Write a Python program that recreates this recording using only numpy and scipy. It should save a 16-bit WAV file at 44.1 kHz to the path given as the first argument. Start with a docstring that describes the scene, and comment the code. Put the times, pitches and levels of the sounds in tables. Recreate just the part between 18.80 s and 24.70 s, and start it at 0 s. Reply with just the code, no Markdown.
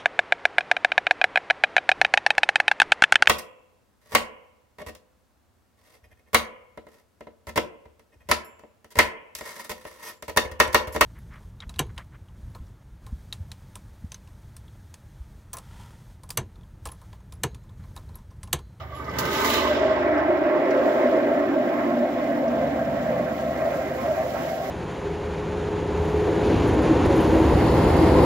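"""Steam wand frothing milk

A steam wand is opened into a steel pitcher of milk in a small shop. The jet first spits and tears at the thin
cold milk, then roars in the froth: collapsing bubbles (noise of jumping strength) ring modes of air and steel.
The froth's note, a moving band of noise, rises, sinks and climbs again. Sines make whistles and a fridge's hum;
the two microphone ports hear the bass alike and the treble apart."""
import sys
import numpy as np
from scipy import signal
from scipy.fft import rfft, irfft, next_fast_len
from scipy.io import wavfile
from scipy.ndimage import uniform_filter1d, map_coordinates

SR = 44100
rng = np.random.default_rng(int(sys.argv[2]) if len(sys.argv) > 2 else 0)


def output_pcm(signal):
    """Save a mono or channel-first signal as 16-bit PCM at the path in sys.argv[1].

    Samples are clipped to [-1, 1] before scaling.
    """
    pcm = np.clip(np.atleast_2d(signal).T, -1, 1) * 32767
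    wavfile.write(sys.argv[1], SR, np.round(pcm).astype(np.int16))


N = 260190

# steam through the tip as the valve is turned: (time [s], flow re nominal opening [dB])
STEAM = [(0, -29), (.08, -31.5), (.2, -22), (.36, -17.5), (.42, -11.5), (.55, -4), (.66, 0), (.76, -2),
         (1.5, 1), (2.05, -0.5), (2.6, 2), (3.6, -1), (4.9, -2), (5.9, -2.5)]
# colour of the dry hiss: (frequency [Hz], relative level [dB])
HISS = [(2500, -31), (4000, 3.5), (5500, 1.5), (7200, 0.5), (9200, -1.5), (10000, -7.5), (10700, -3.5),
        (13100, -3), (15000, -1.5), (15500, 2), (17000, -11.5)]
# the walls lose most of their cold ring: midpoint, time scale
COAT_AT_S, COAT_S = 0.923, 0.03


def amp(db):
    """dB to gain."""
    return 10 ** (np.asarray(db) / 20)


def unit(x):
    """Scaled to rms 1."""
    return x / np.sqrt(np.mean(x ** 2) + 1e-20)


def along(points, hz):
    """(Hz, value) points on a log axis."""
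    f, v = np.transpose(points)
    return np.interp(np.log(hz + 1), np.log(f + 1), v)


def curves(rows):
    """One value per sample for each column after the time."""
    s, *cols = np.transpose(rows)
    return [np.interp(np.arange(N) / SR, s, c) for c in cols]


def wobble(rate):
    """A smooth random curve, rate knots a second."""
    knots = rng.standard_normal(int(N * rate / SR) + 4)
    return map_coordinates(knots, [np.arange(N) * rate / SR])


def filtered(x, response):
    """x times a complex response of frequency."""
    m = next_fast_len(N + SR // 2)
    return irfft(rfft(x, m) * response(np.fft.rfftfreq(m, 1 / SR)), m)[..., :N]


def modes(table):
    """The causal response of (Hz, width, dB) resonances, alternating in sign."""
    def response(f):
        total = 0
        for k, (c, w, db) in enumerate(table):
            total = total + (-1) ** k * amp(db) * 1j * f * w / (c * c - f * f + 1j * f * w)
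        return total
    return response


def port(column, hz):
    """One column of the port table, read on a log frequency axis."""
    # the two ports compared: (frequency [Hz], likeness [0-1], left lag [rad], left minus right [dB])
    port_rows = [(60, 1, .05, -3), (170, 0.97, .1, -2), (260, 1, 0.27, 0), (348, 0.96, 0.53, -3),
                 (438, 0.5, 0.49, 1.5), (570, 0.99, 0.2, -1), (740, 0.8, .1, 0.5), (874, 0.6, 2.12, 0),
                 (993, 0.9, 1.4, -9), (1180, 0.35, 0.23, -3), (1730, 0.5, 0.98, -2),
                 (2240, 0.6, 1.25, -5.5), (3050, 0.3, 2.1, -1), (5370, 0.1, 7.3, -8),
                 (7000, 0.1, 1.5, -12.5), (10500, 0.1, 6, -6), (15000, 0, 13, -11.5)]
    return along(np.array(port_rows)[:, [0, column]], hz)


def collapses(rate, depth_db, colour):
    """Stereo turbulence whose strength jumps as bubbles collapse, through a colour, rms 1."""
    pair = rng.standard_normal((2, N)) * amp(depth_db * wobble(rate))

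    def mid_side(hz):
        turn = np.arccos(np.clip(port(1, hz), 0, 1)) / 2  # sets the likeness of the ports
        return colour(hz) * [np.cos(turn), np.sin(turn)]

    mid, side = filtered(pair, mid_side)
    return unit(np.array([mid + side, mid - side]))


def rising(rate, depth_db, colour, power):
    """Collapses whose colour leans from its low modes to its high ones while the milk rises."""
    turn = np.pi / 2 * np.arange(N) / N
    low = collapses(rate, depth_db, lambda f: colour(f) * (f + 1) ** (-power / 2))
    high = collapses(rate, depth_db, lambda f: colour(f) * (f + 1) ** (power / 2))
    return np.cos(turn) * low + np.sin(turn) * high


def patchy(x, depth_db):
    """x under a random gain field, smooth over some 400 Hz and 70 ms."""
    z = signal.stft(x, nperseg=512)[2]
    field = uniform_filter1d(rng.standard_normal(z.shape[1:]), size=5, axis=0)
    field = uniform_filter1d(field, size=12, axis=1)
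    return unit(signal.istft(z * amp(depth_db * unit(field)), nperseg=512)[1][:, :N])


def fridge():
    """Slightly unsteady shaft orders of the motor over a low rumble."""
    # level of the motor: (time [s], level [dB])
    hum = [(0, -38), (1.25, -40), (1.53, -42.5), (1.74, -53), (2.6, -51.5), (3.38, -53.5), (3.75, -44),
           (5.36, -42), (5.9, -49)]
    # shaft orders: (multiple of the shaft speed, relative level [dB])
    orders = [(1, -57), (2, -22.5), (2.5, -10), (3, -1.5), (4, -7.5), (5, -5.5)]
    # colour of the rumble: (frequency [Hz], relative level [dB])
    rumble = [(12, -48), (24, -17), (33, -13.5), (45, -10.5), (62, 0), (87, -6), (120, -4.5), (200, -30),
              (400, -95)]
    shaft_hz, rumble_db = 25.07, -55.5

    turns = np.cumsum(shaft_hz + 0.14 * wobble(6)) / SR
    motor = 0
    for k, db in orders:
        motor = motor + amp(db + 1.6 * wobble(5.7)) * np.sin(2 * np.pi * (k * turns + rng.random()))
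    return amp(curves(hum)[0]) * motor + amp(rumble_db) * collapses(16.0, 2.5, lambda f: amp(along(rumble, f)))


def froth():
    """The bubble cloud breathes as a whole; its note moves and sounds through the nook's modes."""
    # bubble cloud: (time [s], level at 0 dB flow [dB], pitch [Hz], spread of bubble sizes [octaves])
    cloud_rows = [(0, -31, 306, 0.4), (.4, -23, 368, 0.9), (.75, -27, 343, 0.58), (1.4, -25.5, 317, 0.21),
                  (1.8, -24, 324, 0.33), (3.76, -28, 270, 0.32), (4.3, -30.5, 244, 0.5),
                  (4.75, -33.5, 279, 0.49), (5.9, -34.5, 315, 0.53)]
    # air modes of the counter nook: (frequency [Hz], width [Hz], relative level [dB])
    nook = [(205.4, 14, 0.5), (243.8, 16.1, 3.5), (290, 14.9, 1.5), (348, 25.6, 0), (396.4, 25.5, 3.5),
            (467, 17.8, 5)]
    # the largest bubbles: (frequency [Hz], width [Hz], relative level [dB])
    largest = [(132.5, 28.4, -0.5), (180, 26, -0.5)]
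    # deep gurgle: (time [s], level [dB])
    gurgling = [(0, -57.5), (.42, -38), (.72, -53), (1.3, -48.5), (3.6, -44), (4.25, -35.5), (4.7, -42),
                (5.9, -42.5)]
    cloud_grows = 0.73  # dB per dB of flow

    level_db, pitch_hz, spread = curves(cloud_rows)
    hz, t, z = signal.stft(collapses(30, 0.41, modes(nook)), SR, nperseg=2048)
    frame = np.minimum((t * SR).astype(int), N - 1)
    detune = np.log2((hz[:, None] + 1) / pitch_hz[frame]) / np.clip(spread[frame], .1, 2)
    cloud = 0.028 + 1 / (1 + detune ** 4)  # stray sizes keep a weak skirt
    # level each frame, so that pitch and spread leave the loudness alone
    cloud = cloud / np.linalg.norm(cloud * abs(modes(nook)(hz + 1))[:, None], axis=0)
    note = unit(signal.istft(z * cloud, SR, nperseg=2048)[1][:, :N])
    gurgle = collapses(8.9, 0.24, lambda f: modes(largest)(f) ** 2)
    level_db = level_db + cloud_grows * curves(STEAM)[0]
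    return amp(level_db) * note + amp(curves(gurgling)[0]) * gurgle


def pitcher():
    """Collapses boom in the air column and rattle the walls, which lose their ring as froth coats them."""
    # air over the milk: (frequency [Hz], width [Hz], relative level [dB])
    column_modes = [(577.2, 18.4, -1), (607.2, 15.3, 1), (637.8, 17, 2), (670.8, 14.1, 2), (698.3, 13, -2)]
    # wall modes before frothing: (frequency [Hz], width [Hz], relative level [dB])
    cold_modes = [(877, 32, 4.5), (1053, 57, -3), (1180, 75, -1.5), (1257, 89, -1.5), (1538, 60, -2),
                  (1807, 140, -9.5), (2014, 53, -1.5), (2250, 35, -8)]
    # wall modes damped by froth: (frequency [Hz], width [Hz], relative level [dB])
    warm_modes = [(826, 29, 1.5), (869, 24, 0.5), (913, 28.4, 0), (1000, 29, -7), (1061, 51, -3.5),
                  (1123, 18, -6), (1160, 9.5, -5.5), (1256, 56, -10), (1316, 50, -6.5), (1436, 60, -10),
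                  (1540, 49, -8), (1620, 42, -5.5), (1754, 34, -6.5), (1920, 57, -7), (2062, 20, -6.5),
                  (2169, 33, -9), (2400, 210, -16.5), (2990, 220, -29)]
    # the air column: (time [s], level [dB])
    boom_rows = [(0.0, -28), (0.05, -50.5), (0.85, -27.5), (0.9, -33.5), (0.97, -26), (1.0, -23.5),
                 (1.12, -22), (1.17, -26.5), (1.22, -22), (1.46, -24.5), (1.49, -21), (1.61, -24.5),
                 (1.64, -23.5), (1.89, -26.5), (2.17, -21.5), (2.66, -24), (2.71, -34), (2.79, -22),
                 (2.82, -26), (3.19, -27.5), (3.22, -22.5), (3.32, -28), (3.63, -25), (3.91, -27.5),
                 (4.44, -26.5), (4.55, -33), (4.7, -27), (4.76, -35), (4.86, -19), (4.93, -27),
                 (5.21, -35.5), (5.24, -25.5), (5.65, -30), (5.7, -27.5), (5.85, -33.5), (5.9, -28)]
    # collapses rattling the walls, in surges: (time [s], level [dB])
    rattle = [(0.0, -40), (0.045, -43.5), (0.06, -47), (0.11, -47.5), (0.13, -44.5), (0.18, -48),
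              (0.2, -40.5), (0.26, -40.5), (0.3, -35.5), (0.31, -37.5), (0.43, -30), (0.66, -25.5),
              (0.87, -27), (0.89, -28.5), (1.03, -28), (1.76, -30), (1.77, -29), (2.0, -30), (2.1, -29.5),
              (2.2, -30.5), (2.81, -34.5), (3.06, -31.5), (3.16, -35.5), (4.2, -36.5), (4.32, -34),
              (4.7, -40), (4.8, -35), (4.86, -34), (5.04, -37), (5.37, -36), (5.5, -40), (5.6, -35.5),
              (5.77, -40.5), (5.9, -38)]
    # a near-steady band just above the column: (frequency [Hz], width [Hz], level [dB])
    upper_band = (762, 36, -39.5)
    # random surges of the boom: depth at the start (sign is arbitrary), easing towards zero
    surge_db, surge_db_per_s = -1.26, 0.08
    # the column's lower edge: level it heads for, rise time constant, slow fade
    edge_to_db, edge_rises_s, edge_fades_db_per_s = -25, 0.85, 1.97
    # the rising milk shortens the air column: slope gained by the end, as a power of frequency
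    brighten_boom, brighten_walls = 5.5, 0.5
    spit_on_steel_db = -7  # how hard a slug strikes the walls, under its own level
    churn_db = 1.3  # the swirling milk damps the walls in moving patches

    t = np.arange(N) / SR
    cold = np.clip(.95 - 0.43 * (1 + np.tanh((t - COAT_AT_S) / COAT_S)), 0, 1)

    def boom_colour(f):
        return modes(column_modes)(f) / (1 + (f / 730) ** 16) / (1 + (520 / (f + 1)) ** 12)

    def warm_colour(f):
        return modes(warm_modes)(f) / (1 + (500 / (f + 1)) ** 4) / (1 + (f / 4000) ** 4)

    boom = rising(40, 0.24, boom_colour, brighten_boom)
    boom_db = curves(boom_rows)[0] + (surge_db + surge_db_per_s * t) * wobble(16)

    edge = collapses(30, 1.0, lambda f: modes([(515, 90, 0)])(f) ** 2)
    edge_db = edge_to_db - 28 * np.exp(-t / edge_rises_s) - edge_fades_db_per_s * t + 2.1 * wobble(3.7)

    walls = np.sqrt(cold) * collapses(50, 0.94, modes(cold_modes))
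    walls = walls + np.sqrt(1 - cold) * rising(55, 1.33, warm_colour, brighten_walls)
    strike = amp(curves(rattle)[0]) + amp(spit_on_steel_db) * spitting()

    band_hz, width_hz, band_db = upper_band
    upper = collapses(18, 1.0, lambda f: modes([(band_hz, width_hz, 0)])(f) ** 2)
    upper = amp(band_db) * np.sqrt(1 - cold) * upper
    return amp(boom_db) * boom + upper + amp(edge_db) * edge + strike * patchy(walls, churn_db)


def pocket():
    """The steam pocket at the tip murmurs: a narrow, fluttering band that follows its note."""
    # its note sinks as the milk closes over it: (time [s], pitch [Hz], level [dB])
    pocket_rows = [(0, 1214, -45), (.07, 1210, -58), (.14, 1150, -39), (.175, 1209, -45.5),
                   (.205, 1197, -38), (.25, 1198, -53), (.29, 1204, -34), (.33, 1228, -57),
                   (.45, 1254, -37), (.7, 1220, -37.5), (.8, 1180, -33.5), (.875, 1060, -29.5),
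                   (.9, 1040, -57), (5.9, 1038, -88.5)]
    width_hz = 130

    pitch_hz, level_db = curves(pocket_rows)
    phase = 2 * np.pi * np.cumsum(pitch_hz) / SR
    band = wobble(width_hz) * np.cos(phase) + wobble(width_hz) * np.sin(phase)
    return amp(level_db) * unit(band)


def jet():
    """The jet tears in the milk and leaks a dry hiss; both flutter together, and slugs of water spit."""
    # colour of the tearing: (frequency [Hz], relative level [dB])
    tear_colour = [(1500, -10.5), (2400, -1.5), (3000, 3), (3800, -2), (4500, -10), (5500, -9.5),
                   (6100, -19.5), (6900, -17.5), (7800, -19.5), (10000, -61), (16000, -120)]
    # the jet tearing at the milk: (time [s], level [dB])
    tearing = [(0, -49), (.08, -61.5), (.15, -51.5), (.25, -54.5), (.36, -46.5), (.43, -41.5), (.56, -35),
               (.64, -36), (.74, -30), (.8, -32), (.87, -35), (1.0, -38.5), (1.1, -43), (1.3, -49),
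               (1.5, -51), (2.25, -46.5), (2.5, -50), (3.96, -51.5), (5.39, -51), (5.65, -49.5), (5.9, -48)]
    # the dry hiss that creeps back: (time [s], level [dB])
    leak = [(1.3, -85), (1.62, -75.5), (1.85, -65), (2.05, -57), (2.4, -60.5), (3.6, -58.5), (4.66, -55.5),
            (5.04, -52.5), (5.3, -54), (5.45, -51), (5.9, -49.5)]
    # upper wall modes the tearing rings before frothing: (frequency [Hz], width [Hz], relative level [dB])
    cold_high = [(2510, 77, -6), (2794, 40, -6.5), (3064, 53, 0), (3740, 55, 1.5), (4090, 94, -3)]
    hiss_db, hiss_grows = -35, 1.26  # dry hiss at 0 dB flow, dB per dB of flow
    under_s, hiss_sinks_db_per_s = 0.77, 107  # the tip sinks under the milk and the hiss falls
    ring_db, ring_from_s = -5, .4  # wall ring relative to the tearing, start

    t = np.arange(N) / SR
    open_db = hiss_db + hiss_grows * curves(STEAM)[0] - hiss_sinks_db_per_s * np.clip(t - under_s, 0, None)
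    leak_db = curves(leak)[0] + 0.65 * wobble(6.6) + 0.6 * wobble(30)
    dry_gain = np.hypot(amp(open_db), amp(leak_db))
    hiss = collapses(140, 1.0, lambda f: amp(along(HISS, f)))

    ring_gate = np.clip(np.minimum(t - ring_from_s, COAT_AT_S - t) / 0.11, 0, 1)
    tear = collapses(150, 1.32, lambda f: amp(along(tear_colour, f)))
    tear = tear + amp(ring_db) * ring_gate * collapses(40, 1.0, modes(cold_high))

    steady = amp(0.43 * wobble(12)) * (amp(curves(tearing)[0]) * tear + dry_gain * hiss)
    return steady + spitting() * (amp(-9) * tear + amp(-5.5) * hiss)


def squeak():
    """The valve whistles as it cracks open: thin, unsteady sines that fade as it opens further."""
    # whistles: (pitch [Hz], relative level [dB], time to fall 60 dB [s])
    whistles = [(5500, -74, .3), (7200, -62, 0.65), (11230, -53, 0.29)]
    # span of the whistles: (start [s], end [s])
    span = (0.147, 0.245)
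    waver_rad = 0.9

    t = np.arange(N) / SR
    start, end = span
    gate = np.clip((t - start) / 0.005, 0, 1) * np.clip((end - t) / 0.02, 0, 1)
    out = 0
    for hz, db, t60 in whistles:
        tone = np.sin(2 * np.pi * hz * t + waver_rad * wobble(150))
        out = out + amp(db - 60 * np.abs(t - start) / t60) * tone
    return gate * out


def ticks():
    """Drops and taps near the pitcher: a dying burst of noise, broad around its pitch."""
    # taps: (time [s], relative level [dB], pitch [Hz])
    taps = [(0.245, -50, 4580), (0.2938, -48.5, 5130), (1.312, -60, 5200), (1.38, -52, 5120),
            (1.9072, -44, 4970), (3.6797, -52, 5400)]
    spread_hz, t60_s = 1000, 0.063

    out, t = np.zeros(N + SR), np.arange(SR // 10) / SR
    for s, db, hz in taps:
        a, b = uniform_filter1d(rng.standard_normal((2, len(t))), size=SR // spread_hz // 2, axis=1)
        burst = unit(a * np.cos(2 * np.pi * hz * t) + b * np.sin(2 * np.pi * hz * t))
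        out[round(s * SR):][:len(t)] += amp(db - 3 - 60 * t / t60_s) * burst
    return out[:N]


def spitting():
    """The envelope of the slugs of water: a quick rise, then a short decay."""
    # slugs of water leave the tip: (time [s], relative level [dB], time to fall 60 dB [s])
    slugs = [(0.384, -21.5, 0.099), (0.4505, -30, 0.063), (0.5294, -27, 0.03), (0.644, -29.5, 0.092),
             (0.699, -24, 0.046), (0.732, -26.5, 0.069)]
    rise_s = 0.003

    t = np.arange(N) / SR
    out = 0
    for s, db, t60 in slugs:
        decay = amp(db - 60 * np.abs(t - s) / max(t60, .01))
        out = out + decay * np.clip((t - s) / rise_s, 0, 1) ** 2
    return out


def singing():
    """Moments when one mode sings out: short wavering notes with a quick rise, hold and quick fall."""
    # notes: (start [s], length [s], pitch [Hz], level [dB])
    notes = [(0.878, 0.021, 605.5, -19), (0.894, .04, 606, -17), (0.986, .022, 594, -17),
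             (1.023, 0.13, 631, -23.5), (1.254, .17, 299.6, -26), (1.617, 0.17, 607, -24.5),
             (1.78, 0.11, 353.7, -26), (4.848, 0.041, 640, -26), (5.262, 0.03, 650, -29),
             (5.36, .07, 640, -25)]
    rise_s = 0.009

    t = np.arange(N) / SR
    waver_rad, swell_db = 0.4 * wobble(25), 1.9 * wobble(33)
    out = 0
    for s, length, hz, db in notes:
        gate = np.clip(np.minimum(t - s, s + length - t) / rise_s, 0, 1)
        out = out + gate * amp(db + swell_db) * np.sin(2 * np.pi * hz * t + waver_rad)
    return out


def shop(x, wet_db):
    """The machine front, counter and walls answer with a short dense tail, different at each port."""
    t60_s = 0.047
    t = np.arange(SR // 4) / SR
    tail = rng.standard_normal((2, len(t))) * amp(-60 * t / t60_s) * (t > .002)
    wet = signal.fftconvolve(x, tail / np.linalg.norm(tail[0]), axes=1)[:, :N]
    return x + amp(wet_db) * filtered(wet, lambda f: f / (f + 1500))


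def scene():
    """All sources; the jet, taps and whistles fill the shop, over a faint steady hiss."""
    # the nook's echoes cancel narrow bands: (frequency [Hz], width [Hz], depth [0-1])
    nulls = [(481, 19.4, 0.76), (720, 9, .8), (822, 11, 0.3)]

    def echo_nulls(f):
        gain = 1
        for hz, width_hz, depth in nulls:
            gain = gain * (1 - np.clip(depth, 0, 1) * np.exp(-((f - hz) / width_hz) ** 2))
        return gain

    floor = amp(-66.0) * collapses(3, .7, lambda f: amp(along(HISS, f)) / (1 + (10500 / (f + 1)) ** 6))
    milk = filtered(froth() + pitcher(), echo_nulls) + pocket() + singing()
    steam = shop(jet() + amp(2.5) * (ticks() + squeak()), wet_db=-6)
    return milk + steam + fridge() + floor


def record(dry):
    """Port shading, lag and cavity dip, softly rounded peaks, then the band limit."""
    # the port cavity cancels a band: (frequency [Hz], width [Hz], depth [0-1])
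    port_dip = (8600, 970, 0.85)
    top_hz, ceiling = 15760, .46

    half = np.array([[.5], [-.5]])  # left, right
    dip_hz, width_hz, depth = port_dip

    def ports(hz):
        dip = 1 - np.clip(depth, 0, 1) * np.exp(-((hz - dip_hz) / width_hz) ** 2)
        return dip * amp(half * port(column=3, hz=hz)) * np.exp(-1j * half * port(column=2, hz=hz))

    x = filtered(dry, ports)
    x = x / (1 + np.abs(x / ceiling) ** 6) ** (1 / 6)
    return filtered(x, lambda hz: hz < top_hz)


dry = scene()
out = record(dry)
output_pcm(out)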